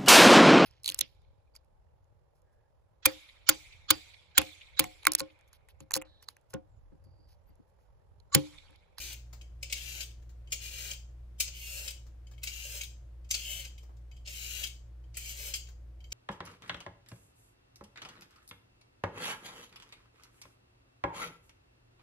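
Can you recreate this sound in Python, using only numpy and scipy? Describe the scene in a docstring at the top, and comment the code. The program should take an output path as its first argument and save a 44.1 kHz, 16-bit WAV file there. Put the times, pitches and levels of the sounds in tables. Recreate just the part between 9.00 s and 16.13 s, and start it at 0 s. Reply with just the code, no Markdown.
"""Peeling a carrot over a pot

A swivel peeler takes strips off a raw carrot held over a steel pot in a small kitchen. Filtered random cracks
make the crunch of each bite, the rasp through crisp flesh and the tear at the end; squeaks are gliding resonances.
Decaying sine modes ring the blade as it flicks off and ticks on the way back; noise bursts drop peel into the pot.
An appliance motor hums throughout, as wavering sines over coloured noise."""
import sys
import numpy as np
from scipy import signal
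from scipy.fft import rfft, irfft, next_fast_len
from scipy.io import wavfile

SR = 44100
rng = np.random.default_rng(int(sys.argv[2]) if len(sys.argv) > 2 else 0)


def wrap_up_sound(samples):
    """Save the sound to the file named by the first command line argument, as 16-bit audio."""
    columns = np.atleast_2d(samples).T
    # keep every value between -1 and 1, then stretch to whole-number steps
    tamed = np.clip(columns, -1, 1)
    steps = np.round(tamed * 32767).astype(np.int16)
    wavfile.write(sys.argv[1], SR, steps)


N = 314433

# Pulls of the peeler; levels before trims: start/s, slip-off/s, carrot body at end/dB, treble re rasp/dB,
# squeak f/Hz, squeak re rasp/dB, blade flick/dB, strip tear/dB, tear delay after slip-off/s
STROKES = [(-0.12, 0.118, -61.5, -3.5, 2640, -8, -51, -38, 0.0069),
           (0.782, 1.0047, -61.5, -3, 2850, -11, -32, -35, .021),
           (1.63, 1.9105, -61, -3, 2680, -18, -34.5, -42, .02),
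           (2.554, 2.8775, -59.5, -1.5, 2830, -1, -29.5, -36.5, 0.025),
           (3.465, 3.81, -64.5, -2, 2910, -6, -31, -36, 0.022),
           (4.383, 4.6473, -62, -3, 2980, 1, -39.5, -53, 0.022),
           (5.296, 5.636, -68, -2.5, 2850, -9, -29, -35, 0.029),
           (6.185, 6.537, -63, -2, 3030, -7.5, -28, -34, 0.018)]
# Edge biting into skin; levels before trims: t/s, level/dB, treble re level/dB, carrot knock/dB, snap f/Hz
BITES = [(0.625, -33, -11.5, -58, 6840), (0.6958, -37, -29, -63, 3720), (0.7105, -39, -7, -80, 4660),
         (0.7232, -27.5, -6.5, -58, 4500), (1.5193, -23.5, -5, -56, 6800), (2.3991, -18.5, -3, -72, 3330),
         (2.4733, -36.5, -34, -60, 2700), (3.4311, -29.5, -2.5, -83, 2930), (3.4705, -30.5, -17, -65, 4970),
         (4.3055, -21, -4.5, -72, 6600), (4.3385, -23, -7.5, -55.5, 4480), (5.2555, -48, -33, -81, 2300),
         (5.2705, -36, -20, -54.5, 3000), (6.14, -47.5, -16, -69, 3170), (6.1668, -30.5, -1.5, -70, 2520),
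         (7.118, -31.5, -11.5, -60, 5360)]
# Spectrum of crunch and blade chatter: f/Hz, relative level/dB
CRUNCH = [(200, -30.5), (520, -24), (950, -30.5), (1450, -16), (1850, -16), (2300, 0), (3030, 1),
          (3900, -7), (5000, 1), (5800, -3.5), (6300, 1), (7200, -1), (11000, -13), (15000, -9)]


def from_db(db):
    """Decibels to amplitude gain."""
    return 10 ** (np.asarray(db) / 20)


def rms_one(x):
    """Scale to rms 1."""
    return x / np.sqrt(np.mean(x ** 2) + 1e-20)


def at_hz(points, hz):
    """Interpolate a table on a log-frequency axis."""
    table_hz, values = np.array(points)[:, 0], np.array(points)[:, 1]
    return np.interp(np.log(hz + 1e-3), np.log(table_hz), values)


def coloured(x, spectrum):
    """Filter a steady signal by a gain table; rms 1."""
    size = next_fast_len(N)
    gain = from_db(at_hz(spectrum, np.fft.rfftfreq(size, 1 / SR)))
    return rms_one(irfft(rfft(x, size) * gain, size)[..., :N])


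def cut(x, hz, kind, order=2):
    """Butterworth high- or low-pass."""
    sos = signal.butter(order, min(hz, .45 * SR), kind, fs=SR, output="sos")
    return signal.sosfilt(sos, x)


def drift(knots_per_s):
    """Random wavering: straight lines between independent normal knots."""
    knots = rng.standard_normal(4000)
    return np.interp(np.arange(N) / SR * knots_per_s, np.arange(len(knots)), knots)


def cracks(per_s, spread_db):
    """Tiny ruptures at random moments, most small and a few large."""
    sizes = from_db(spread_db * np.minimum(rng.exponential(1, N), 4))
    signs = rng.choice([-1, 1], N)
    return sizes * signs * (rng.random(N) < per_s / SR)


def burst(start_s, rise_s, t60_s):
    """Envelope with a linear rise and exponential decay, at most 0.5 s long."""
    out, at = np.zeros(N), int(start_s * SR)
    age_s = np.arange(min(N - at, SR // 2)) / SR
    out[at:at + len(age_s)] = np.minimum(age_s / rise_s, 1) * from_db(-60 * age_s / t60_s)
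    return out


def split_treble(x, hz):
    """Parts below and above a frequency, each at rms 1."""
    low = signal.sosfiltfilt(signal.butter(3, hz, fs=SR, output="sos"), x)
    return rms_one(low), rms_one(x - low)


def with_treble(low, high, treble_db):
    """Mix two parts at constant power; treble_db sets the treble's amplitude, capped at 0.9."""
    share = np.clip(from_db(treble_db), 0, .9)
    return np.sqrt(1 - share ** 2) * low + share * high


def gliding_resonance(x, hz, width_hz):
    """Band-pass with a moving centre, by shifting to 0 Hz and back; rms 1."""
    turn = np.exp(2j * np.pi * np.cumsum(hz) / SR)
    return rms_one(np.real(cut(x / turn, width_hz / 2, "low") * turn))


def appliance(noise_db=-60.0, waver_db=-0.5, wander_rad=0.13, apart_hz=330, left_db=2.5, side_db=-1.0):
    """Motor hum wavering in level and phase over rumble and moving air; long waves reach both sides alike."""
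    # motor partials: f/Hz, mean level/dB rms, left re right/dB
    hum_lines = [(41.8, -70.5, -1.5), (58.96, -48, 0.2), (80, -67, -0.5), (119.5, -63, -2),
                 (717, -86.5, -2)]
    # rumble and air spectrum: f/Hz, relative level/dB
    noise_spectrum = [(18, -19), (30, 5.5), (90, -3), (115, 3.5), (135, -12.5), (210, -13), (275, -22.5),
                      (340, -11), (395, -24.5), (450, -18.5), (580, -19), (700, -25.5), (1800, -32.5),
                      (7500, -44.5), (15000, -49)]
    t, sides = np.arange(N) / SR, np.array([[1], [-1]])
    hum = np.zeros((2, N))
    for hz, db, pan_db in hum_lines:
        amplitude = np.sqrt(2) * from_db(db + waver_db * drift(4.2) + sides * pan_db / 2)
        hum += amplitude * np.sin(2 * np.pi * hz * t + wander_rad * drift(8.9))
    mid, side = coloured(rng.standard_normal((2, N)), noise_spectrum)
    rumble = cut(mid, apart_hz, "low", order=1)
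    air = cut(mid + from_db(side_db) * side * sides, apart_hz, "high", order=1)
    return hum + from_db(noise_db) * (rumble + air * from_db(left_db * sides))


def rasp(cells_per_s=6000, spread_db=2.0, judder_db=0.73, judder_per_s=130, fade_in_s=0.048,
         fade_out_s=0.034, rasp_db=2.45, squeak_db=-4.0, squeak_width_hz=600):
    """Cells burst densely under the edge; the strip squeaks as it curls and the carrot's body answers lower."""
    # hand pressure, one list per stroke: t/s, rasp level before trims/dB
    pressures = [
        [(0.015, -47), (0.051, -49.5), (0.105, -52)],
        [(0.76, -50), (0.8, -51.5), (0.946, -50), (0.995, -49)],
        [(1.6, -53.5), (1.658, -48), (1.7, -53), (1.822, -46.5), (1.895, -51)],
        [(2.53, -57.5), (2.69, -50.5), (2.738, -48), (2.865, -52)],
        [(3.5, -54), (3.512, -56.5), (3.536, -52), (3.778, -48), (3.795, -53)],
        [(4.4, -52.5), (4.444, -51.5), (4.506, -45), (4.616, -51), (4.635, -56.5)],
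        [(5.3, -52.5), (5.338, -51.5), (5.37, -50), (5.602, -47.5), (5.615, -47)],
        [(6.2, -54), (6.296, -48.5), (6.344, -53), (6.492, -45.5), (6.525, -57.5)],
    ]
    # edge spectrum: f/Hz, relative level/dB
    edge_spectrum = [(700, -21), (1100, -25.5), (1500, -17), (1900, -11), (2300, -1), (2900, -0.5),
                     (3600, -5), (4800, -4), (5500, -5), (6300, 0.5), (8000, -2.5), (10700, -9.5),
                     (12500, -4), (15500, -5.5)]
    # carrot body spectrum: f/Hz, relative level/dB
    body_spectrum = [(200, -14), (350, -11.5), (460, -4), (570, 5.5), (720, -15), (900, -1.5),
                     (1100, -21.5), (1500, -2.5), (2300, -18)]
    hand_waver_db, hand_wavers_per_s = 0.9, 35   # pressure is never quite even
    body_rise_db, squeak_fade_db = 20, 5   # start to end: the cut deepens, the squeak gives way
    squeak_sag = .05   # mid-stroke drop from the ends, as a share of table pitch
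    usual_level_db, body_follows, treble_follows = -49, 0.98, 0.22   # slopes: dB per extra dB of pressure

    t, out = np.arange(N) / SR, np.zeros(N)
    waver_db = judder_db * drift(judder_per_s) + hand_waver_db * drift(hand_wavers_per_s)
    cells = cracks(cells_per_s, spread_db) * from_db(waver_db)
    low, high = split_treble(coloured(cells, edge_spectrum), 5850)
    body = coloured(cells, body_spectrum)
    for stroke, pressure in zip(STROKES, pressures):
        start, end, body_db, treble_db, pitch_hz, squeak_re_rasp_db, *_ = stroke
        # fades lie outside start..end
        contact = np.clip(np.minimum((t - start) / fade_in_s, (end - t) / fade_out_s) + 1, 0, 1)
        on = contact > 0
        along = np.clip((t[on] - start) / (end - start), 0, 1)
        level_db = np.interp(t[on], *np.transpose(pressure))
        extra_db = level_db - usual_level_db
        body_level_db = body_db - body_rise_db * (1 - along) + body_follows * extra_db
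        treble = treble_db + treble_follows * extra_db
        # duller as the edge lifts
        edge = from_db(level_db + rasp_db) * with_treble(low[on], contact[on] * high[on], treble)
        squeak_hz = pitch_hz * (1 + squeak_sag * (.5 - np.sin(np.pi * along)))
        squeak_level_db = level_db + squeak_re_rasp_db - squeak_fade_db * (along - .5) + squeak_db
        squeak = from_db(squeak_level_db) * gliding_resonance(cells[on], squeak_hz, squeak_width_hz)
        out[on] += np.sqrt(contact[on]) * (edge + squeak + from_db(body_level_db) * body[on])
    return out


def knocks():
    """Blade against its stop at stroke ends and on the way back: (t/s, level/dB, chatter re ring/dB)."""
    # loose-blade ticks, before trims: t/s, level/dB, chatter re ring/dB
    ticks = [(0.4116, -49.5, 6), (1.1083, -59, 9), (1.473, -53, -14), (3.268, -58, 6), (3.3328, -62, 6),
             (3.3792, -52, -5), (4.244, -61, 4.5), (4.779, -46.5, -1), (5.1134, -49.5, -20),
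             (5.164, -53.5, 0.5), (6.0386, -63.5, -12), (6.6687, -56, 9), (7.004, -56, -5),
             (7.0411, -49, -10)]
    flick_chatter_db = 7
    flicks = [(end, flick_db, flick_chatter_db) for _, end, *_, flick_db, _, _ in STROKES]
    return flicks + ticks


def blade(chatter_t60_s=0.048, chatter_rise_s=0.0038, contacts_per_s=5000, ring_db=-1.5, tick_db=-7.5):
    """The blade chatters on its stop and rings in decaying modes; gentle knocks excite high modes less."""
    # steel blade and frame modes, before tilt and variation: f/Hz, relative level/dB, t60/s
    blade_modes = [(2230, -6, .05), (2560, -5, .04), (3030, 2, .06), (3170, 2, .07), (3900, -6, .03),
                   (4690, -1, .035), (4760, -3, .07), (5530, -4, .035), (6200, 0, .03), (6600, 0, .045),
                   (7547, -14, .33), (8550, -12, .17), (12230, -5, .07), (12835, -7, .07)]
    t = np.arange(SR // 2) / SR
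    hz, mode_db, t60_s = np.transpose(blade_modes)[:, :, None]
    contacts = coloured(cracks(contacts_per_s, spread_db=1.5), CRUNCH)
    contacts = rms_one(cut(contacts, 8000, "low", order=1))
    hard_db, tilt_per_octave, vary_db = -27, .22, 2.0   # tilt: dB per octave per dB re hard_db
    out = np.zeros(N)
    for s, db, chatter_db in knocks():
        tilt_db = tilt_per_octave * (db - hard_db) * np.log2(hz / hz[0])
        strength = from_db(mode_db + tilt_db + vary_db * rng.standard_normal(hz.shape))
        phase = 2 * np.pi * (hz * t + rng.random(hz.shape))
        modes = strength * from_db(-60 * t / t60_s) * np.sin(phase)
        ring = modes.sum(0) / np.linalg.norm(strength) * np.minimum(t / 0.00064, 1)
        at = int(s * SR)
        out[at:at + len(t)] += from_db(db + ring_db) * ring[:N - at]
        chatter = burst(s, chatter_rise_s, chatter_t60_s) * contacts
        out += from_db(db + chatter_db + tick_db) * chatter
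    return out


def ruptures():
    """Bites, and the strip tearing free just after slip-off: (t/s, level/dB, treble/dB, t60/s, snap f/Hz)."""
    bite_t60_s = 0.053
    tear_t60_s, tear_treble_db, tear_snap_hz = 0.048, -1.5, 3530
    entries = [(s, db, treble_db, bite_t60_s, hz) for s, db, treble_db, _, hz in BITES]
    tears = [(end + delay_s, db, tear_treble_db, tear_t60_s, tear_snap_hz)
             for _, end, *_, db, delay_s in STROKES]
    return entries + tears


def bites(cells_per_s=9000, spread_db=6.5, rise_s=0.0054, level_db=0.0, snap_width_hz=800,
          knock_db=-2.0, knock_t60_s=0.12, lead_in_db=-27.5, lead_in_s=0.018):
    """A patch of cells gives way and snaps at its own pitch; bites also jolt the carrot."""
    # carrot knock spectrum: f/Hz, relative level/dB
    knock_spectrum = [(200, -38), (400, -8.5), (550, 4.5), (750, -15), (1400, -32)]
    snap_db = -8.5   # re crunch
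    cells = cracks(cells_per_s, spread_db)
    low, high = split_treble(coloured(cells, CRUNCH), 8400)
    fibres = cracks(cells_per_s, spread_db)
    crunch, jolt = np.zeros(N), np.zeros(N)
    for s, db, treble_db, t60_s, snap_hz in ruptures():
        # faint noise swells before each burst
        lead_in = from_db(lead_in_db) * burst(s - lead_in_s, lead_in_s, 2 * t60_s)
        force = burst(s, rise_s, t60_s) + lead_in
        on = force > 0
        snap = gliding_resonance(fibres[on], np.full(on.sum(), snap_hz), snap_width_hz)
        texture = with_treble(low[on], high[on], treble_db) + from_db(snap_db) * snap
        crunch[on] += from_db(db + level_db) * force[on] * texture
    for s, _, _, bite_knock_db, _ in BITES:
        jolt += from_db(bite_knock_db + knock_db) * burst(s, 0.009, knock_t60_s)
    return crunch + jolt * coloured(cells, knock_spectrum)


def peels(t60_s=0.093, level_db=-1.0):
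    """Soft wet strips pat down in the pot as decaying bursts of coloured cracks."""
    # peel landings, before trims: t/s, level/dB, splat above about 2 kHz re level/dB
    landings = [(0.328, -49, 2), (1.221, -66.5, 3), (1.292, -62.5, -1), (3.065, -61.5, -3),
                (3.309, -56.5, -2.5), (4.83, -60, -3), (4.891, -57.5, -23), (4.965, -67.5, 0.5),
                (6.685, -56.5, 9)]
    # landing spectrum: f/Hz, relative level/dB
    pat_spectrum = [(150, 16), (450, 7), (900, 10), (1600, 5.5), (3000, -3.5), (7000, 1.5), (10000, -18),
                    (15000, -6)]
    pat, splat = split_treble(coloured(cracks(3000, spread_db=3.0), pat_spectrum), 1900)
    out = np.zeros(N)
    for s, db, splat_db in landings:
        out += from_db(db + level_db) * burst(s, 0.00096, t60_s) * with_treble(pat, splat, splat_db)
    return out


def reflections(near_db=7.0, near_t60_s=0.035, room_db=-0.5, build_up_s=0.015):
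    """Quick scatter from pot, hands and stove, then the room's ring; one noise response per side."""
    # kitchen decay: f/Hz, t60/s
    room_decay = [(300, 0.37), (2500, 0.3), (6500, 0.36), (10000, 0.23), (15000, 0.24)]
    t = np.arange(SR // 2) / SR
    hz, frame_s, field = signal.stft(rng.standard_normal((2, len(t))), SR, nperseg=256)
    decay = from_db(-60 * frame_s / at_hz(room_decay, hz)[:, None])
    tail = signal.istft(field * decay, SR)[1][:, :len(t)]
    tail = tail * np.minimum(t / build_up_s, 1)
    near = rng.standard_normal((2, len(t))) * from_db(-60 * t / near_t60_s)
    return (from_db(near_db) * rms_one(near) + from_db(room_db) * rms_one(tail)) / np.sqrt(len(t))


def kitchen(x, moves_per_s=7, right_lag_s=0.0002213, count=5):
    """The arm keeps moving, so the sound passes between reflection patterns; direct sound lags at right."""
    weights = np.array([drift(moves_per_s) for _ in range(count)])
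    weights = weights / np.linalg.norm(weights, axis=0)
    reflected = np.zeros((2, N))
    for weight in weights:
        reflected += signal.oaconvolve((weight * x)[None], reflections(), axes=1)[:, :N]
    right = np.interp(np.arange(N) - right_lag_s * SR, np.arange(N), x)
    return reflected + np.stack([x, right])


def scene(left_db=1.95, work_db=-4.5):
    """The hands work a little to the left of the microphone; the motor hums throughout."""
    work = from_db(work_db) * (rasp() + blade() + bites() + peels())
    return kitchen(work) * from_db([[left_db], [-left_db]]) + appliance()


def record(dry):
    """Steep elliptic low-pass takes off the top."""
    cutoff_hz = 15550
    return signal.sosfilt(signal.ellip(10, .1, 80, cutoff_hz, fs=SR, output="sos"), dry)


dry = scene()
out = record(dry)
wrap_up_sound(out)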